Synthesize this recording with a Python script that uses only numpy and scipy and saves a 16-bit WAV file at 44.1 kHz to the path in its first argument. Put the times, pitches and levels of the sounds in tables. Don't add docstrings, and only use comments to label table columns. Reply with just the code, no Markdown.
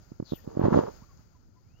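import sys
import numpy as np
from scipy import signal
from scipy.fft import rfft, irfft
from scipy.io import wavfile

SR = 44100
rng = np.random.default_rng(int(sys.argv[2]) if len(sys.argv) > 2 else 0)


def field_ratio(decibels):
    return 10 ** (np.asarray(decibels, dtype=float) / 20)


def file_out(sig):
    cols = np.atleast_2d(sig).T
    lim = np.clip(cols, -1, 1)
    pcm = np.round(lim * 32767).astype(np.int16)
    wavfile.write(sys.argv[1], SR, pcm)


N = 79380
T = np.arange(N) / SR
F = np.maximum(np.arange(N // 2 + 1) * SR / N, 1)

# (time [s], level [dB], contact [ms])
SLIPS = [(.1194, -31, 1.6), (.201, -19.5, 1.3), (.2263, -25, 1.5), (.3221, -17, 1.3), (.3348, -19, 1.2),
         (.4767, -23.6, 1.4), (.5728, -14.6, 1.2), (.5955, -12, 1.1), (.6164, -14.5, 1.2),
         (.6553, -10.4, .9), (.6658, -13, 1.2), (.7439, -13.6, 1.1), (.7643, -11, 1.1), (.7747, -9.5, 1.3),
         (1.0241, -40.4, 2.5)]
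# (time [s], level [dB], contact [ms])
CATCHES = [
    (.6413, -15, 2.8),
    (.6841, -9.7, 1.2),
    (.7227, -13.3, 1.4),
    (.7279, -13, 1.6),
    (.7593, -11, 1.4),
    (.791, -8.5, 1.1),
    (1.1955, -46.4, 2.5),
    (1.6708, -46.8, 4.3),
    (1.7454, -47.7, 3.2),
]
# (time [s], pressure [dB], judder rate [Hz])
RUB = [(.44, -63.5, 400), (.52, -51.5, 455.7), (.56, -52, 388.1), (.61, -37.5, 330), (.657, -28.5, 552),
       (.7, -39, 224.2), (.735, -27.5, 272.7), (.765, -26, 450.5), (.795, -27, 504), (.81, -37, 424),
       (.89, -44.5, 594), (.93, -64, 584), (1.15, -132.5, 612.6)]
# (frequency [Hz], width [Hz], level [dB])
CASE_MODES = [
    (112.6, 72, 1),
    (330, 58, -5.5),
    (593, 136, 5),
]
# (frequency [Hz], width [Hz], level [dB])
PANEL_MODES = [(725, 170, -11), (901, 125, -5), (1126, 146, -9.5), (1400, 236, -17.5), (1734, 480, -21),
               (1830, 92, -29.5), (2800, 570, -33), (4200, 970, -39.5)]
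# (time [s], level [dB], left minus right [dB], centre [Hz])
TICKS = [
    (.448, -64, 14, 13000),
    (.521, -68, 8, 6000),
    (.597, -53, -3, 13500),
    (.62, -60, -6, 13500),
    (1.175, -70, 8, 5500),
]
# (time [s], length [s], start [Hz], end [Hz], level [dB])
WHIMPERS = [
    (.38, .02, 1850, 1800, -66),
    (1.012, .036, 810, 1290, -65),
    (1.086, .034, 1130, 1090, -66),
    (1.345, .026, 990, 980, -71),
    (1.558, .034, 1000, 980, -71),
    (1.385, .05, 245, 235, -68),
]
# (time [s], resonance [Hz], level [dB])
SNIFF = [
    (.245, 4576, -86.5),
    (.256, 4370, -73.5),
    (.285, 3895, -65),
    (.308, 3727, -62),
    (.345, 3313, -62.5),
    (.372, 2800, -68.5),
    (.385, 2830, -83.5),
    (.45, 3380, -77),
]
# (time [s], centre [Hz], level [dB])
SQUEAL = [
    (.28, 12400, -98),
    (.306, 13890, -84),
    (.322, 14240, -79),
    (.356, 14255, -68),
    (.386, 14100, -71),
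    (.4, 14100, -80),
    (.46, 14100, -92),
]
# (time [s], frequency [Hz], level [dB])
WHISTLE = [
    (1.62, 2050, -101),
    (1.68, 2350, -93),
    (1.73, 2650, -88),
    (1.78, 2900, -80),
    (1.8, 2980, -80),
]
# (time [s], level [dB])
OPENING = [(0, 9), (.1, 7), (.22, 3.5), (.3, 11.5), (.57, 8.5), (.66, 7.5), (.71, 14.5), (.76, 16.5),
           (.97, 13), (1.1, 6.5), (1.2, 6.5), (1.25, 4.5), (1.5, -0.5), (1.8, 2)]
# (frequency [Hz], level [dB per Hz])
AIR_LEFT = [(30, -87), (80, -78.5), (240, -92), (400, -98.5), (1100, -107), (3300, -118), (7000, -121),
            (16000, -120)]
# (frequency [Hz], level [dB per Hz])
AIR_RIGHT = [(30, -73.5), (80, -76.5), (250, -91), (520, -105), (1500, -115), (3500, -127), (8000, -131),
             (16000, -128)]
# (frequency [Hz], width [octaves], left [dB], right [dB])
PORTS = [
    (1370, 0.15, 7.5, -0.5),
    (4890, 0.25, 12.5, -1.5),
    (6580, 0.14, 14, -7.5),
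    (8130, 0.12, -9, -24.5),
    (10030, 0.21, -18.5, -10.5),
]


def rms_one(x):
    return x / np.sqrt(np.mean(x ** 2) + 1e-20)


def in_time(rows):
    s, *columns = np.transpose(rows)
    return [np.interp(T, s, column) for column in columns]


def during(rows):
    return (T > rows[0][0]) * (T < rows[-1][0])


def panned(x, pan_db):
    return x * field_ratio(np.array([[pan_db / 2], [-pan_db / 2]]))


def drift(rate_hz):
    r = np.exp(-2 * np.pi * rate_hz / SR)
    noise = rng.standard_normal(N + SR)
    return rms_one(signal.lfilter([1], [1, -2 * r, r * r], noise)[SR:])


def resonate(x, hz, width_hz):
    r = np.exp(-np.pi * width_hz / SR)
    b = [(1 - r * r) / 2, 0, (r * r - 1) / 2]
    a = [1, -2 * r * np.cos(2 * np.pi * hz / SR), r * r]
    return signal.lfilter(b, a, x + 1e-18)


def narrow_noise(hz, width_hz):
    sos = signal.butter(2, width_hz / 2, fs=SR, output="sos")
    a, b = signal.sosfilt(sos, rng.standard_normal((2, N)))
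    phase = 2 * np.pi * np.cumsum(hz) / SR
    return rms_one(a * np.cos(phase) + b * np.sin(phase))


def swing(t, ms):
    u = t / (ms / 2000)
    return -u * np.exp(.5 - u * u / 2)


def swings(events, contact_ms=None):
    return sum(field_ratio(db) * swing(T - s, contact_ms or ms) for s, db, ms in events)


def grains(ms, count):
    rate_hz, spread_db = 420 / ms, 6
    size = field_ratio(spread_db * np.minimum(rng.exponential(1, (count, N)), 4.0))
    size = size * rng.choice([-1, 1], (count, N))
    born = rng.random((count, N)) < rate_hz / SR
    shape = swing(np.arange(-200, 201)[None] / SR, ms)
    return rms_one(signal.fftconvolve(size * born, shape, "same", axes=1))


def judder(hz):
    turns = np.cumsum(hz * (1 + .09 * drift(25))) / SR
    releases = np.diff(np.floor(turns), prepend=0) * field_ratio(5.0 * drift(130))
    return rms_one(signal.fftconvolve(releases, swing(np.arange(-200, 201) / SR, 1.0), "same"))


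def case(force):
    near = field_ratio(.86) * force + sum(field_ratio(db) * resonate(force, hz, w) for hz, w, db in CASE_MODES)
    far_db, far_bass_db, bass_hz, lag_s = -4, -10, 199, .000826
    loss = field_ratio(far_db + far_bass_db / (1 + (F / bass_hz) ** 6))
    path = loss * np.exp(-2j * np.pi * F * lag_s)
    ring = field_ratio(-3) * resonate(force, 233.3, 80)
    return np.array([irfft(rfft(near + ring) * path, N), near])


def panel(rub):
    fine_ms, alike = .27, .8
    both, apart = grains(fine_ms, count=2) * rub
    short = [event for event in SLIPS + CATCHES if event[2] < 2]
    jolt = field_ratio(-11) * swings(short, fine_ms)
    drive = np.sqrt(1 + alike) * both + jolt + np.sqrt(1 - alike) * apart * [[1], [-1]]
    drive = drive + field_ratio(9) * rub * rng.standard_normal((2, N))
    buzz = 0
    for k, (hz, width_hz, db) in enumerate(PANEL_MODES):
        buzz = buzz + field_ratio(db + 3.5) * (-1) ** k * resonate(drive, hz, width_hz)
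    return panned(buzz, 1.5)


def hand():
    pressure_db, rate_hz = in_time(RUB)
    rub = field_ratio(pressure_db) * during(RUB)
    slips = swings(SLIPS) - swings(CATCHES)
    friction = field_ratio(-.5) * grains(1, count=1)[0] + judder(rate_hz)
    return case(field_ratio(-2.5) * slips + rub * friction) + panel(rub)


def ticks():
    out = 0
    for s, db, pan_db, hz in TICKS:
        burst = np.exp(-((T - s) / .0008) ** 2) * narrow_noise(np.full(N, hz), hz / 2)
        out = out + panned(field_ratio(db) * burst, pan_db)
    return out


def puppies():
    out, waver = 0, 1 + .02 * drift(45)
    edge_s, overtone_db, echo_s, echo_db = .006, -22, .011, -9
    for s, length, start_hz, end_hz, db in WHIMPERS:
        hz = np.interp(T, [s, s + length], [start_hz, end_hz]) * waver
        phase = 2 * np.pi * np.cumsum(hz) / SR
        shape = np.clip(np.minimum(T - s, s + length - T) / edge_s, 0, 1)
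        out = out + field_ratio(db + 4) * shape * (np.sin(phase) + field_ratio(overtone_db) * np.sin(2 * phase))
    echo = field_ratio(echo_db) * np.interp(T - echo_s, T, out)
    return panned(out, 3.4) + panned(echo, 5.5)


def dog():
    hz, db = in_time(SNIFF)
    jet = narrow_noise(hz, 680)
    hiss = field_ratio(-15) * (hz / 3900) ** 4 * narrow_noise(hz * 1.35, 2130)
    squeal_hz, squeal_db = in_time(SQUEAL)
    squeal = during(SQUEAL) * field_ratio(squeal_db) * narrow_noise(squeal_hz, 190)
    sniff = during(SNIFF) * field_ratio(db + .83 * drift(64)) * (jet + hiss)
    return panned(sniff, 17) + panned(squeal, 32)


def bird():
    hz, db = in_time(WHISTLE)
    tone = np.sin(2 * np.pi * np.cumsum(hz) / SR) + 1.4 * narrow_noise(hz, 120)
    return panned(field_ratio(db) * tone * (T > WHISTLE[0][0]), 11.5)


def air():
    db = []
    for table in (AIR_LEFT, AIR_RIGHT):
        hz, density_db = np.transpose(table)
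        db.append(np.interp(np.log(F), np.log(hz), density_db))
    spectrum = rfft(rng.standard_normal((2, N))) * field_ratio(np.array(db)) * np.sqrt(SR / 2)
    low = 1 / (1 + (F / 450) ** 4)
    opening_db = in_time(OPENING)[0]
    gusts_db = 2.5 * np.array([drift(4.7), drift(14)])
    rumble = irfft(spectrum * low, N) * field_ratio(.35 * opening_db + gusts_db)
    hiss = irfft(spectrum * (1 - low), N) * field_ratio(opening_db + .6 * drift(10))
    return rumble + hiss


def scene():
    return hand() + ticks() + puppies() + dog() + bird() + air()


def band_limit(x):
    return signal.sosfilt(signal.butter(12, 16370, fs=SR, output="sos"), x)


def record(dry):
    db = np.zeros((2, len(F)))
    for hz, octaves, left_db, right_db in PORTS:
        db += np.exp(-(np.log2(F / hz) / octaves) ** 2) * np.array([[left_db], [right_db]])
    low_cut_hz, top_hz, ceiling = 30, 15830, .62
    gain = field_ratio(db) / (1 + (low_cut_hz / F) ** 4) * (F < top_hz)
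    mix = ceiling * np.tanh(irfft(rfft(dry) * gain, N) / ceiling)
    return band_limit(mix)


dry = scene()
out = record(dry)
file_out(out)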